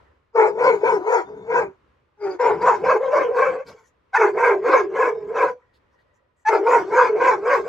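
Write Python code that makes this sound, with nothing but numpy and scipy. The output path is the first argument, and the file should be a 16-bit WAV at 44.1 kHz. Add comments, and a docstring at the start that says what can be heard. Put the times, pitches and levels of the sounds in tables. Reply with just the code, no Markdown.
"""Far countryside hum and smeared distant barking open the scene; the hum, shaped noise, stays throughout.
Close by, a large dog barks four hoarse volleys in a wire kennel, its voice a fluttering tone and torn noise.
A growl links the barks, a low rumble lies under them and the kennel answers with a short noise-built echo.
Thin flickering noise bands at 3-5 kHz come during and between barks, then faint scrapes of the paws; the
last two volleys open with a squeal. The camera slowly turns, so the dog drifts between left and right."""
import sys
import numpy as np
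from scipy import signal
from scipy.fft import rfft, irfft, next_fast_len
from scipy.io import wavfile
from scipy.ndimage import uniform_filter1d, minimum_filter1d, map_coordinates

SR = 44100
rng = np.random.default_rng(int(sys.argv[2]) if len(sys.argv) > 2 else 0)


def inscribe(sig):
    """Save sig as 16-bit PCM at rate SR to the path in sys.argv[1].

    A 1-D sig is mono; a 2-D sig holds one channel per row.
    Samples are clipped to [-1, 1] before scaling.
    """
    pcm = np.round(np.clip(np.atleast_2d(sig).T, -1, 1) * 32767)
    wavfile.write(sys.argv[1], SR, pcm.astype(np.int16))


def volts_from_db(level):
    """Convert decibel levels to linear amplitude ratios."""
    exponent = np.asarray(level, float) / 20
    return 10 ** exponent


N = 338688  # length in samples
LOUD_MOUTH_DB = -20  # mouth level that counts as loud; other levels are compared with it

# Stretches of running voice. 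Each row: start in seconds, end in seconds, hoarseness 0-1,
# breath hiss in dB over the second resonance when the mouth is loud.
VOLLEYS = [(0.328, 1.767, .6, -29), (2.169, 2.381, 0.12, -26), (2.371, 3.645, 0.68, -30),
           (3.644, 3.89, 0.97, -14), (4.119, 5.689, 0.66, -29), (6.465, 7.75, 0.61, -28)]
# The jaw at its widest, one row a bark. Each row: time of the crest in seconds, second resonance in Hz,
# third resonance in Hz, upper throat in dB over the second when the mouth is loud.
JAW = [(.415, 908.6, 1400, -8), (.67, 943, 1460, -7.5), (.885, 964.5, 1520, -10), (1.14, 960, 1380, -9),
       (1.58, 967, 1600, -5), (2.269, 890, 1430, -2), (2.45, 955, 1570, -9), (2.685, 972.6, 1440, -14.5),
       (2.911, 1000, 1580, -10), (3.17, 1008, 1560, -7), (3.435, 1086, 1620, -7), (3.69, 1100, 1557, 4),
       (4.221, 973.8, 1450, -2), (4.475, 1021, 1570, -3.5), (4.745, 1069, 1600, -3.5),
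       (5.032, 1046, 1660, -4), (5.43, 1003, 1610, -6.5), (6.534, 921.5, 1370, -4),
       (6.735, 947.4, 1400, -7), (6.998, 979.6, 1600, -3), (7.28, 1025, 1550, -6),
       (7.536, 1103, 1560, -5.5)]
# Resonances of the upper throat. Each row: centre in Hz, width in Hz, level in dB.
UPPER = [(1253.6, 1120, -2), (1807, 690, 0), (2204, 250, 0.5), (2627, 100, -7)]
# Colour of the breath hiss. Each row: frequency in Hz, level in dB per Hz.
HISS = [(2200, -27), (2900, -5.5), (3400, -3.5), (3900, -8), (4400, -3.5), (5500, -4), (6800, -4.5),
        (7800, -11.5), (8400, -26.5), (9400, -34), (11000, -16), (12800, -32), (15000, -22), (16500, -57)]


def unit(x):
    """Scaled to rms 1."""
    return x / np.sqrt(np.mean(np.abs(x) ** 2) + 1e-20)


def along(points, hz):
    """Reads a curve of (Hz, value) points on a log frequency axis."""
    f, v = np.transpose(points)
    return np.interp(np.log(hz + 1), np.log(f + 1), v)


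def curves(rows):
    """One value per sample for each column after the time."""
    s, *cols = np.transpose(rows)
    return [np.interp(np.arange(N) / SR, s, c) for c in cols]


def spans(tables):
    """The joined curves of several tables, and a gate that is open only inside them."""
    t = np.arange(N) / SR
    edge_s = 0.004
    gate = sum(np.clip(np.minimum(t - rows[0][0], rows[-1][0] - t) / edge_s, 0, 1) for rows in tables)
    return gate, *curves(np.concatenate(tables))


def windows(rows):
    """For (start, length, ..) rows: a gate, the time since the latest start, and that row's other columns."""
    t, rows = np.arange(N) / SR, np.array(rows)
    latest = np.maximum(np.searchsorted(rows[:, 0], t) - 1, 0)
    start, length, *cols = rows[latest].T
    edge_s = 0.004
    gate = np.clip(np.minimum(t - start, start + length - t) / edge_s, 0, 1)
    return gate, t - start, length, *cols


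def wobble(rate):
    """A smooth random curve, rate knots a second."""
    knots = rng.standard_normal(int(N * rate / SR) + 4)
    return map_coordinates(knots, [np.arange(N) * rate / SR])


def flutter(rate):
    """A random complex gain: it shakes both size and phase."""
    return (wobble(rate) + 1j * wobble(rate)) / np.sqrt(2)


def cycle(pitch_hz):
    """Running phase of a pitch curve."""
    return 2 * np.pi * np.cumsum(pitch_hz) / SR


def ringing(hz, rate):
    """A narrow resonance shaken by noise, free to move in pitch; rms 1."""
    return unit(np.real(flutter(rate) * np.exp(1j * cycle(hz))))


def filtered(x, response):
    """x shaped by a response of frequency."""
    m = next_fast_len(N + 8192)
    return irfft(rfft(x, m) * response(np.fft.rfftfreq(m, 1 / SR)), m)[..., :N]


def resonant(x, modes):
    """x through parallel resonances, with steep skirts outside them; rms 1."""
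    def ring(f):
        total = 0
        for k, (centre, width, db) in enumerate(modes):
            peak = 1j * f * width / (centre * centre - f * f + 1j * f * width)
            total = total + (-1) ** k * volts_from_db(db) * peak  # signs alternate
        return total

    def steep(f):
        response = ring(f)
        return response * np.abs(response) ** 0.67

    return unit(filtered(x, steep))


def coloured(spectrum, channels=1):
    """Noise of rms 1 with a given spectrum."""
    return unit(filtered(rng.standard_normal((channels, N)), lambda hz: volts_from_db(along(spectrum, hz))))


def streaky(x, depth_db):
    """Narrow bands of x flare and fade on their own, as when a soft throat changes shape; rms 1."""
    z = signal.stft(x, nperseg=512)[2]

    def field(bins, frames):
        across = uniform_filter1d(rng.standard_normal(z.shape), bins, 0)
        return unit(uniform_filter1d(across, frames, 1))

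    gain_db = depth_db * (field(2, 6) + .8 * field(9, 12))
    return unit(signal.istft(z * volts_from_db(gain_db), nperseg=512)[1][:N])


def land():
    """Far traffic hum and air: shaped noise whose deep bass is nearly the same on both sides."""
    # Colour of the hum. Each row: frequency in Hz, level in dB per Hz.
    hum_colour = [(15, -63), (25, -24), (49, -17), (67, -9), (113, -14.5), (170, -21.5), (334, -20.5),
                  (500, -17), (700, -27.5), (1010, -20.5), (1900, -28.5), (2650, -33.5), (4500, -44),
                  (12000, -64.5)]
    # Loudness over time. Each row: time in seconds, level in dB.
    hum_level = [(0, -56.5), (.4, -75.5), (1.6, -64.5), (4.2, -64.5), (5.73, -65), (6.05, -66), (6.5, -71),
                 (7.68, -60.5)]
    # Each row: frequency in Hz, likeness of left and right 0-1.
    likeness = [(60, .93), (150, 0.84), (390, 0.25), (1010, 0.12), (2600, 0.3)]
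    a, b = coloured(hum_colour, channels=2)
    turn = lambda hz: np.arccos(np.clip(along(likeness, hz), 0, 1)) / 2
    mid = filtered(a, lambda hz: np.cos(turn(hz)))
    side = filtered(b, lambda hz: np.sin(turn(hz)))
    return volts_from_db(curves(hum_level)[0] + 1.2 * wobble(5.7)) * np.array([mid + side, mid - side])


def far_barks():
    """Barking smeared by distance: streaky resonant noise that fades, separate on each side."""
    # Each row: start in seconds, length in seconds, starting level in dB, fade in dB per second.
    far_rows = [(0, 0.18, -57, 72), (3.8, 0.16, -63, 69.5), (5.62, .32, -65.5, 27), (5.94, 0.24, -65, 20),
                (6.12, 0.75, -70, 8.5)]
    # Resonances. Each row: centre in Hz, width in Hz, level in dB.
    far_modes = [(532, 160, -5.5), (1000, 44, -5.5), (1460, 750, -16.5), (1940, 93, -5)]
    gate, since, _, db, fade = windows(far_rows)
    sides = []
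    for _ in range(2):
        level = gate * volts_from_db(db - fade * since + 1.6 * wobble(22))
        noise = streaky(rng.standard_normal(N), depth_db=6.5)
        sides.append(level * resonant(noise, far_modes))
    return np.array(sides)


def volley():
    """Gate, time since the start, length and voice settings of the running volley."""
    return windows([(start, end - start, *rest) for start, end, *rest in VOLLEYS])


def effort():
    """Fundamental dB, pitch Hz, mouth dB and bark share 0-1: each bark crests and sags into the next link."""
    # Each row: start in seconds, length in seconds, fundamental at the crest in dB, top pitch in Hz,
    # open mouth in dB.
    bark_rows = [(0.357, 0.13, -13.5, 458.2, -15.5), (0.597, 0.15, -13.5, 497, -16),
                 (0.845, 0.13, -17, 493.3, -16.5), (1.073, 0.14, -18, 492.6, -16),
                 (1.503, 0.13, -16.5, 500.5, -18), (2.224, 0.14, -23, 418, -32),
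                 (2.399, 0.15, -17, 503, -18), (2.621, 0.135, -20, 511.7, -13),
                 (2.849, 0.12, -13, 567, -15), (3.118, 0.13, -16, 576.7, -19.5),
                 (3.349, 0.16, -17.5, 522.4, -18), (3.665, 0.067, -42.5, 475, -46),
                 (4.186, 0.11, -16, 462.5, -16.5), (4.381, 0.16, -14.5, 488.5, -16),
                 (4.658, 0.15, -16, 522.5, -16), (4.967, 0.13, -17, 511.6, -17.5),
                 (5.358, 0.14, -18, 525.5, -18.5), (6.495, 0.1, -15, 439.1, -18.5),
                 (6.674, 0.12, -16, 523.5, -12.5), (6.93, 0.16, -15.5, 514.5, -15.5),
                 (7.209, 0.14, -17.5, 524, -13.5), (7.46, 0.13, -15, 517, -15.5)]
    # Growl that links the barks. Each row: time in seconds, fundamental in dB, pitch in Hz,
    # half-shut mouth in dB.
    link_rows = [(0.547, -30.5, 420, -47.5), (.8, -38, 400, -39.5), (1.03, -32.5, 360, -37),
                 (1.25, -51, 355, -45), (1.31, -36.5, 430, -49), (1.46, -41, 440, -51),
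                 (1.681, -36, 380, -46), (2.372, -33.5, 350.9, -56.5), (2.585, -32, 395, -34),
                 (2.81, -35.5, 385, -38), (2.985, -28, 400, -43.5), (3.031, -20.5, 545, -33),
                 (3.09, -22, 510, -32), (3.299, -25, 478, -40), (3.59, -29, 500, -39.5),
                 (3.635, -42, 571, -52), (3.79, -57, 449.5, -58.5), (4.15, -42, 500, -18),
                 (4.174, -38.5, 499.6, -21), (4.325, -31.5, 385, -49), (4.61, -27.5, 384, -51),
                 (4.89, -31, 380, -51.5), (5.17, -32, 440, -53.5), (5.279, -33.5, 415, -49.5),
                 (5.55, -42.5, 500, -65), (5.6, -62, 491.8, -66.5), (6.491, -38, 459.7, -29.5),
                 (6.625, -20, 385, -41.5), (6.866, -30.5, 362, -42.5), (7.15, -19, 415, -41),
                 (7.414, -28.5, 390, -41), (7.634, -32, 392, -42.5), (7.679, -24, 510, -36)]
    voice_rise_db, voice_fall_db = 5, 7  # crest over a bark's first and last moment
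    mouth_rise_db, mouth_fall_db = 10, 11
    snap_s, snap_db, shut_db = 0.013, 9, 7.5  # the jaws snap open before a bark and shut after it
    climb, sag = .35, 0.82  # share of the way to the link's pitch at a bark's start and end
    opening_sag = .4  # a volley opens at top pitch and has sagged this share by the crest
    silent_db, round_s = -72.5, 0.005  # at the ends of a volley; the muscles round every corner

    link_s, _, link_hz, _ = np.transpose(link_rows)
    low = [(s, db, hz, 0) for s, db, hz, _ in link_rows]
    mouth = [(s, db) for s, *_, db in link_rows]
    for (s, length, db, hz, mouth_db), (crest, *_) in zip(bark_rows, JAW):
        after, end = np.searchsorted(link_s, s), s + length
        opening = any(0 < s - v[0] < .1 for v in VOLLEYS)
        first_hz = hz if opening else hz + climb * (link_hz[after - 1] - hz)
        to_link_hz = link_hz[after] - hz
        low += [(s, db - voice_rise_db, first_hz, 1),
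                (crest, db, hz + opening * opening_sag * to_link_hz, 1),
                (end, db - voice_fall_db, hz + sag * to_link_hz, 1)]
        mouth += [(s, mouth_db - mouth_rise_db),
                  (crest, mouth_db),
                  (end, mouth_db - mouth_fall_db),
                  (end + snap_s, mouth_db - mouth_fall_db - shut_db)]
        if not opening:
            mouth.append((s - snap_s, mouth_db - mouth_rise_db - snap_db))
    silences = [(s + shift, silent_db) for v in VOLLEYS for s, shift in zip(v, (.001, -.001))]
    _, pitch_hz, barking = curves(sorted(low))
    low_db = curves(sorted([row[:2] for row in low] + silences))[0]
    mouth_db = curves(sorted(mouth + silences))[0]
    size = max(1, round(round_s * SR))
    return uniform_filter1d([low_db, pitch_hz, mouth_db, barking], size=size, axis=1)


def dog():
    """Hoarse folds: a fundamental fluttering in size and phase; torn air rings the throat once a cycle."""
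    # Second resonance of the throat. Each row: centre in Hz, width in Hz, level in dB.
    second_modes = [(665, 2000, -8.5), (1000, 610, 5)]
    warm_s, link_hoarse = .09, .65  # folds start clean and turn hoarse; share of it left between barks
    upper_slope, hiss_slope = 0.13, -0.18  # upper throat and hiss, dB per dB of opening
    doubling_db = -19  # every second beat of the folds is weaker: a line halfway to the octave

    low_db, pitch_hz, second_db, barking = effort()
    gate, since, _, rough, breath_db = volley()
    second_hz, third_hz, bright_db = curves(JAW)
    warmed = np.clip(since / warm_s, .15, 1)
    hoarse = np.clip(rough * (link_hoarse + (1 - link_hoarse) * barking) * warmed, 0, 1)
    upper_db = bright_db + upper_slope * (second_db - LOUD_MOUTH_DB)
    hiss_db = breath_db + hiss_slope * (second_db - LOUD_MOUTH_DB)
    phase = cycle(pitch_hz * (1 + .04 * hoarse * wobble(70)))

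    def partial(k, share, rate):
        """Overtone k, part steady and part fluttering."""
        shaken = np.sqrt(1 - share) + np.sqrt(share) * flutter(rate)
        return np.real(shaken * np.exp(1j * k * phase))

    def tuned(k, hz):
        """An overtone that swells as it meets a resonance."""
        return partial(k, hoarse ** .75, 120) / np.sqrt(1 + ((k * pitch_hz - hz) / 130) ** 2)

    lumps = volts_from_db(1.4 * wobble(45))  # the air stream comes unevenly
    puffs = (1 + .7 * np.cos(phase)) * lumps

    def rasp():
        """Torn air: noise puffed once a cycle."""
        return streaky(puffs * rng.standard_normal(N), depth_db=4.5)

    halfway = volts_from_db(doubling_db) * partial(1.5, np.sqrt(hoarse), 120)
    fundamental = np.sqrt(2) * (partial(1, hoarse, 125) + halfway)
    fundamental = fundamental + .52 * hoarse * resonant(rasp(), [(470, 300, 0)])

    second = .7 * lumps * ringing(second_hz, 110)
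    second = unit(second + .55 * resonant(rasp(), second_modes) + 1.3 * tuned(2, second_hz))

    overtones = sum(partial(k, hoarse ** .3, 140) for k in (3, 4, 5))
    upper = 0.68 * tuned(3, third_hz) + 0.49 * lumps * ringing(third_hz, 140)
    upper = unit(upper + 0.65 * resonant(rasp() + 0.16 * overtones, UPPER))

    hiss = unit(filtered(rasp(), lambda hz: volts_from_db(along(HISS, hz))))
    voice = gate * (volts_from_db(low_db) * fundamental + volts_from_db(second_db) * (second + volts_from_db(upper_db) * upper))
    # the mouth radiates little outside its resonances
    passband = lambda hz: 1 / np.sqrt((1 + (315 / (hz + 1)) ** 16) * (1 + (hz / 2780) ** 12))
    return filtered(voice, passband) + gate * volts_from_db(second_db + hiss_db) * hiss


def placed(x):
    """Level and arrival time differ between the two microphones as the camera turns."""
    # Where the dog is heard. Each row: time in seconds, left minus right in dB, lag of the left in ms.
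    bearing = [(.3, 2.5, -.14), (.75, 4, -.18), (1.25, 4, -.2), (1.7, 1.5, -.14), (2.3, 3.4, -.05),
               (2.75, 0.94, -.02), (3.3, 0.64, 0), (5.3, 0.5, 0), (6.5, 0.96, .02), (7.6, 0.1, .01)]
    pan_db, lag_ms = curves(bearing)
    sides = []
    for side in (1, -1):  # left, right
        moment = np.arange(N) - side * lag_ms * SR / 2000  # half the lag to each side
        sides.append(volts_from_db(side * pan_db / 2) * map_coordinates(x, [moment], mode="nearest"))
    return np.array(sides)


def kennel(x):
    """Floor, posts and wall throw the bark back: fading noise tails, other on each side, redrawn as it goes."""
    # Each row: frequency in Hz, time to fade by 60 dB in seconds.
    fade_times = [(200, .11), (1000, .12), (3000, .11), (10000, .08)]
    # Strength of the echo. Each row: frequency in Hz, gain in dB.
    echo_gain = [(100, -26), (300, -10.5), (900, -8.5), (3000, -6.5), (9000, 0)]
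    renew_s = .4  # a fresh noise tail fades in this often, so no single draw colours the echo
    hop, out = round(renew_s * SR), np.zeros((2, N + 2 * SR))
    padded = np.pad(x, (hop + 150, 2 * hop))  # the echo lags by 150 samples
    fade = np.hanning(2 * hop)
    for start in range(0, N + hop, hop):
        hz, t, z = signal.stft(rng.standard_normal((2, SR // 4)), SR, nperseg=256)
        decay = volts_from_db(-60 * t / along(fade_times, hz)[:, None])
        tail = signal.istft(z * decay, SR, nperseg=256)[1]
        piece = fade * padded[start:start + 2 * hop]
        echo = signal.fftconvolve(piece[None], tail / np.linalg.norm(tail[0]), axes=1)
        out[:, start:start + echo.shape[1]] += echo
    return filtered(out[:, hop:hop + N], lambda hz: volts_from_db(along(echo_gain, hz)))


def chest():
    """A lumpy low rumble of the chest: deep shaped noise that dips slightly as the mouth opens."""
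    # Each row: start in seconds, length in seconds, level in dB.
    rumble_rows = [(.4, .8, -52), (1.2, .53, -50), (2.2, .18, -52), (2.4, 0.57, -46), (2.96, .66, -54),
                   (3.64, 0.11, -46), (4.2, 1.37, -55), (6.55, 1.25, -53.5)]
    # Each row: frequency in Hz, level in dB per Hz.
    growl_colour = [(29, -50.5), (50, -10), (151, -2), (200, 2), (242, -18), (280, 5.5), (360, -28),
                    (620, -120)]
    swell_s, stop_s, dip = 0.11, 0.082, .05  # dip in dB per dB of opening
    _, since, length, db = windows(rumble_rows)
    swell = np.clip(np.minimum(since / swell_s, (length - since) / stop_s), 0, 1)
    dip_db = dip * (effort()[2] - LOUD_MOUTH_DB)
    lumps_db = 3 * wobble(8.4) + 0.7 * wobble(25)
    return swell * volts_from_db(db - dip_db + lumps_db) * coloured(growl_colour)[0]


def flickering_bands():
    """Flickering thin tones and broader noise bands at 3-5 kHz: carriers shaken slowly or fast by noise."""
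    # Each row: start in seconds, length in seconds, centre in Hz, level in dB, share of the broader band 0-1.
    band_rows = [(1.24, .11, 3600, -72, .05), (1.365, .125, 3600, -64, .05), (2.2, .16, 4750, -56, .9),
                 (3.22, .07, 3060, -48, .7), (3.47, .07, 3030, -50, .7), (5.12, .1, 3700, -73, .2)]
    edge_db = 9  # middle over the ends
    gate, since, length, hz, db, broad = windows(band_rows)
    share = np.clip(broad, 0, 1)
    arch_db = -edge_db * np.minimum(1, (2 * since / length - 1) ** 2)
    band = (1 - share) * ringing(hz, 150) + share * ringing(hz, 650)
    return gate * volts_from_db(db + arch_db + 5 * wobble(50)) * band


def scuffs():
    """Paws scuffing the concrete: faint scrapes of band noise that swell softly."""
    # Each row: start in seconds, level in dB before the swell, centre in Hz.
    scuff_rows = [(3.66, -67.5, 4675), (3.848, -81.5, 6470), (5.731, -83, 3986), (5.911, -96, 5490),
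                  (5.979, -90.5, 3783), (6.133, -92, 6540), (6.36, -94, 7500), (6.387, -91.5, 7000)]
    out, t = np.zeros(N), np.arange(2000) / SR
    swell = (t / 0.0058) * np.exp(1 - t / 0.025)  # highest after 25 ms
    for s, db, hz in scuff_rows:
        grit = uniform_filter1d(rng.standard_normal(len(t)), size=24) * np.sin(2 * np.pi * hz * t)
        out[round(s * SR):][:len(t)] += volts_from_db(db) * unit(grit) * swell
    return out


def squeal():
    """The folds in a high register: a clear tone, unsteady overtones and breath, just before the bark."""
    # One table a squeal. Each row: time in seconds, pitch in Hz, level in dB, its octave in dB.
    squeal_rows = [
        [(4.13, 759, -37.5, -43.5), (4.146, 777, -24, -17.5), (4.162, 883, -18, -34), (4.18, 897, -22, -9.5)],
        [(6.449, 877, -40.5, -43.5), (6.465, 849, -23.5, -25.5), (6.491, 896, -11, -26), (6.498, 930, -16, -30)],
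    ]
    # Each row: multiple of the pitch, level in dB relative to the first tone.
    overtone_rows = [(3, -27.5), (5, -37.5), (6, -50.5), (7, -33)]
    gate, pitch_hz, db, octave_db = spans(squeal_rows)
    phase = cycle(pitch_hz)
    top = sum(volts_from_db(tone_db + 4.0 * wobble(90)) * np.sin(k * phase) for k, tone_db in overtone_rows)
    breath = volts_from_db(-32.5) * coloured(HISS)[0] + volts_from_db(-19) * resonant(rng.standard_normal(N), UPPER)
    octave = volts_from_db(octave_db) * np.sin(2 * phase)
    return gate * np.sqrt(2) * (volts_from_db(db) * (np.sin(phase) + top + breath) + octave)


def scene():
    """The dog, its echo and the surroundings; the chest rumble reaches both sides alike."""
    animal = dog() + squeal() + flickering_bands() + scuffs()
    return placed(animal) + chest() + kennel(animal) + far_barks() + land()


def top_cut(x):
    """Nothing passes above the cut-off."""
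    return signal.sosfilt(signal.butter(12, 15800, fs=SR, output="sos"), x)


def record(dry):
    """The camera's limiter holds the loudest peaks down to about 0.88 of full scale."""
    need = np.minimum(1, .88 / (np.abs(dry).max(axis=0) + 1e-9))
    gain = uniform_filter1d(minimum_filter1d(need, size=441), size=221)  # 10 ms hold, 5 ms smoothing
    return top_cut(dry * gain)


dry = scene()
out = record(dry)
inscribe(out)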